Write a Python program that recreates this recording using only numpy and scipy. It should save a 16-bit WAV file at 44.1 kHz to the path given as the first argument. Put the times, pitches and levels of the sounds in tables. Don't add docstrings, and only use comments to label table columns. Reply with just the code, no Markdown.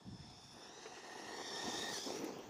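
import sys
import numpy as np
from scipy import signal
from scipy.io import wavfile
from scipy.ndimage import map_coordinates

SR = 44100
rng = np.random.default_rng(int(sys.argv[2]) if len(sys.argv) > 2 else 0)


def waveform_to_disk(signal):
    frames = np.transpose(np.atleast_2d(signal))
    scaled = np.clip(frames, -1, 1) * 32767
    samples = np.round(scaled).astype(np.int16)
    wavfile.write(sys.argv[1], SR, samples)


N = 110117

# t/s, then level/dB of hiss, grit, body, tyres, low hiss
CAR_LEVELS = [(0.0, -76, -86, -67.5, -69, -82.5), (0.33, -67, -82.5, -70, -67, -75.5),
              (0.48, -66, -76, -76.5, -68.5, -76), (0.58, -68, -77, -59, -60.5, -70.5),
              (0.76, -61, -81.5, -62, -62.5, -67.5), (1.18, -59.5, -71, -55.5, -55.5, -62),
              (1.79, -48.5, -66, -47.5, -48.5, -59), (1.97, -47.5, -60.5, -48.5, -51.5, -61.5),
              (2.02, -50, -65, -59, -63.5, -63.5), (2.08, -51.5, -67.5, -45.5, -48.5, -64),
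              (2.17, -56, -69, -47, -57, -57), (2.28, -60, -80, -47, -53, -63),
              (2.5, -67.5, -103, -55.5, -62.5, -69)]


def gear_whine():
    mesh = [(0, 1765, -79, -76, -76), (.2, 1770, -83, -70, -65), (.4, 1770, -85, -70, -67),
            (.56, 1800, -80, -70, -68), (.65, 1765, -70, -66, -62), (.74, 1920, -80, -68, -70),
            (.86, 1980, -71, -70, -68), (1.0, 1860, -65, -74, -70), (1.3, 1880, -58, -70, -66),
            (1.55, 1810, -57, -53, -53), (1.7, 1843, -56, -56, -54), (1.81, 1850, -52, -48, -57),
            (1.94, 1870, -52, -60, -66), (1.97, 1647, -61.5, -60, -54), (2.06, 1760, -75, -56, -53),
            (2.2, 1950, -75, -75, -61), (2.35, 2110, -90, -90, -80)]
    roughness = [36, 85, 75]
    hz, *levels_db = in_time(mesh)
    hz = hz * (1 + .007 * drift(9.03))
    whine = 0
    for k, (db, width_hz) in enumerate(zip(levels_db, roughness), start=1):
        tone = rough_tone(k * hz, width_hz)
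        just_below = from_db(-7) * rough_tone(k * hz * .955, width_hz)
        whine = whine + from_db(db) * (tone + just_below)
    return whine + from_db(levels_db[-1] - 17.5) * rough_tone(5 * hz, width_hz=50)


def drivetrain_hiss():
    # f/Hz, relative level/dB
    hiss_colour = [(2900, 0), (3500, -3.5), (4300, -3), (5400, -2), (6400, 2.5), (7300, -12), (8000, -15),
                   (8600, -21)]
    low_colour = [(1150, 3.5), (1500, -17), (1900, -2), (2400, -16.5), (3000, 4)]
    grit_colour = [(8000, -14.5), (9500, -16), (10500, -13), (13000, -19.5), (15300, -31)]
    hiss_db, grit_db, _, _, low_db = in_time(CAR_LEVELS)
    teeth = clicks(per_s=12000, spread_db=1.6)
    hiss = from_db(hiss_db) * coloured(gear_case(teeth), hiss_colour, flicker_db=1.2)
    low_hiss = from_db(low_db + 2.5) * coloured(teeth, low_colour, flicker_db=1.2)
    grains = clicks(per_s=4000, spread_db=2.5)
    grit = from_db(grit_db) * coloured(gear_case(grains), grit_colour, flicker_db=1.1)
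    return from_db(0.97 * drift(35)) * (hiss + low_hiss + grit)


def gear_case(x):
    rings = [(4400, -6.5), (6100, 5), (6900, -6), (7400, 5), (8100, -2), (9000, 11), (9400, 8.5),
             (9900, 11.5)]
    width_hz = 170
    return .4 * rms_one(x) + .3 * resonate(x, [(hz, width_hz, db) for hz, db in rings])


def ground_echo(x):
    echo = [(0, 0.96, 0.2), (.55, 0.94, 0.74), (.8, 0.86, 0.67), (1.25, 0.834, 0.42), (1.45, 0.73, 0.9),
            (1.6, 0.74, 0), (1.85, 0.63, 0.3), (1.97, 0.75, 0.2), (2.25, 0.617, 0.1), (2.5, 0.32, 0.5)]
    delay_ms, strength = in_time(echo)
    bounced = -filtered(x, 10100, "low")
    late = map_coordinates(bounced, [np.arange(N) - delay_ms / 1000 * SR], order=3)
    return (x + strength * late) / np.sqrt(1 + strength ** 2)


def rolling():
    # f/Hz, width/Hz, relative level/dB
    body_rings = [(238.3, 130, -4.5), (321.5, 94.5, 1.5), (424, 143, -0.5)]
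    tyre_rings = [(716, 81, 4), (914, 193, 3.5), (1020, 410, -0.5)]
    _, _, body_db, tyre_db, _ = in_time(CAR_LEVELS)
    knocks = clicks(per_s=900, spread_db=1.5) * from_db(0.69 * drift(14.6))
    body = filtered(resonate(knocks, body_rings), [150, 750], "band")
    tyres = filtered(resonate(knocks, tyre_rings), [560, 1250], "band")
    return from_db(body_db) * body + from_db(tyre_db + 1.5) * tyres


def bumps():
    hits = [(0.083, -50, 202, -29), (0.774, -51, 458, -10.5), (0.856, -42, 435, -6.5),
            (0.97, -48.5, 405, -3), (1.655, -42, 298, -17), (1.677, -36.5, 242, -20),
            (2.061, -39, 267, -31), (2.236, -34, 319, -17)]
    rise_s, fade_s = 0.0014, 0.086
    out, t = np.zeros(N), np.arange(SR // 5) / SR
    crunches = rms_one(filtered(rng.standard_normal((len(hits), len(t))), [500, 2200], "band"))
    for (s, db, hz, crunch_db), crunch in zip(hits, crunches):
        loudness = from_db(db - 60 * t / fade_s) * (1 - np.exp(-t / rise_s))
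        ring = np.sin(2 * np.pi * hz * t)
        out[int(s * SR):][:len(t)] += loudness * (ring + from_db(crunch_db) * crunch)
    return out


def pebbles():
    ticks = [(2.2438, -51), (2.3865, -62)]  # t/s, level/dB
    fade_s = 0.048
    out, t = np.zeros(N + SR), np.arange(SR // 5) / SR
    for s, db in ticks:
        puff = filtered(rng.standard_normal(len(t)), 4500, "high")
        out[int(s * SR):][:len(t)] += from_db(db - 60 * t / fade_s) * puff
    return out[:N]


def controller_whistle():
    whistle = [(1.3, 15000, -110), (1.65, 14500, -75), (1.88, 14800, -69), (2.12, 14400, -75),
               (2.22, 14100, -70), (2.32, 14300, -79), (2.5, 14300, -79)]
    hz, db = in_time(whistle)
    return from_db(db) * rough_tone(hz, width_hz=520)


def wind():
    gusts = [(0.0, -56.5), (0.12, -52.5), (0.5, -69.5), (0.56, -55), (0.62, -69), (1.05, -74), (1.64, -65),
             (1.65, -61), (2.5, -69.5)]
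    colour = [(22, -12), (45, -17.5), (70, -7), (140, -1), (220, -5), (420, -17)]  # f/Hz, relative level/dB
    db, = in_time(gusts)
    return from_db(db + 3.5 * drift(13)) * coloured(rng.standard_normal(N), colour, flicker_db=1.5)


def air():
    colour = [(300, -3), (1200, -12), (5000, -9), (15300, -51)]  # f/Hz, relative level/dB
    return from_db(-70.5) * coloured(rng.standard_normal(N), colour, flicker_db=5)


def from_db(db):
    return 10 ** (np.asarray(db) / 20)


def rms_one(x):
    return x / np.sqrt(np.mean(np.abs(x) ** 2) + 1e-20)


def in_time(rows):
    s, *columns = np.transpose(rows)
    return [np.interp(np.arange(N) / SR, s, c) for c in columns]


def filtered(x, hz, kind):
    return signal.sosfilt(signal.butter(2, hz, kind, fs=SR, output="sos"), x)


def drift(rate_hz):
    r = np.exp(-2 * np.pi * rate_hz / SR)
    return rms_one(signal.lfilter([1], [1, -2 * r, r * r], rng.standard_normal(N + SR))[SR:])


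def coloured(x, colour, flicker_db):
    hz, db = np.transpose(colour)
    octaves = round(np.log2(hz[-1] / hz[0]))
    edges = np.geomspace(hz[0], hz[-1], num=3 * (octaves + 1))
    out = 0
    for k, (low, high) in enumerate(zip(edges, edges[1:])):
        band = (-1) ** k * filtered(x, [low, high], "band")
        band_db = np.interp(np.log(low * high) / 2, np.log(hz), db)
        out = out + band * from_db(band_db + flicker_db * drift(4.15))
    return rms_one(out)


def clicks(per_s, spread_db):
    sizes = from_db(spread_db * np.minimum(rng.exponential(1, N), 5)) * rng.choice([-1, 1], N)
    return sizes * (rng.random(N) < per_s / SR) + 1e-18


def resonate(x, rings):
    out = 0
    for k, (hz, width_hz, db) in enumerate(rings):
        r = np.exp(-np.pi * width_hz / SR)
        gain = (1 - r * r) / 2
        ring = signal.lfilter([gain, 0, -gain], [1, -2 * r * np.cos(2 * np.pi * hz / SR), r * r], x)
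        out = out + (-1) ** k * from_db(db) * ring
    return rms_one(out)


def rough_tone(hz, width_hz):
    wander = drift(width_hz) + 1j * drift(width_hz)
    return rms_one(np.real(wander * np.exp(2j * np.pi * np.cumsum(hz) / SR)))


def scene():
    background = wind() + air()
    drivetrain = gear_whine() + ground_echo(drivetrain_hiss())
    return (drivetrain + rolling() + bumps() + pebbles() + controller_whistle() + background)[None]


def record(dry):
    cutoff_hz = 15100
    return signal.sosfilt(signal.ellip(12, .5, 70, cutoff_hz, fs=SR, output="sos"), dry)


dry = scene()
out = record(dry)
waveform_to_disk(out)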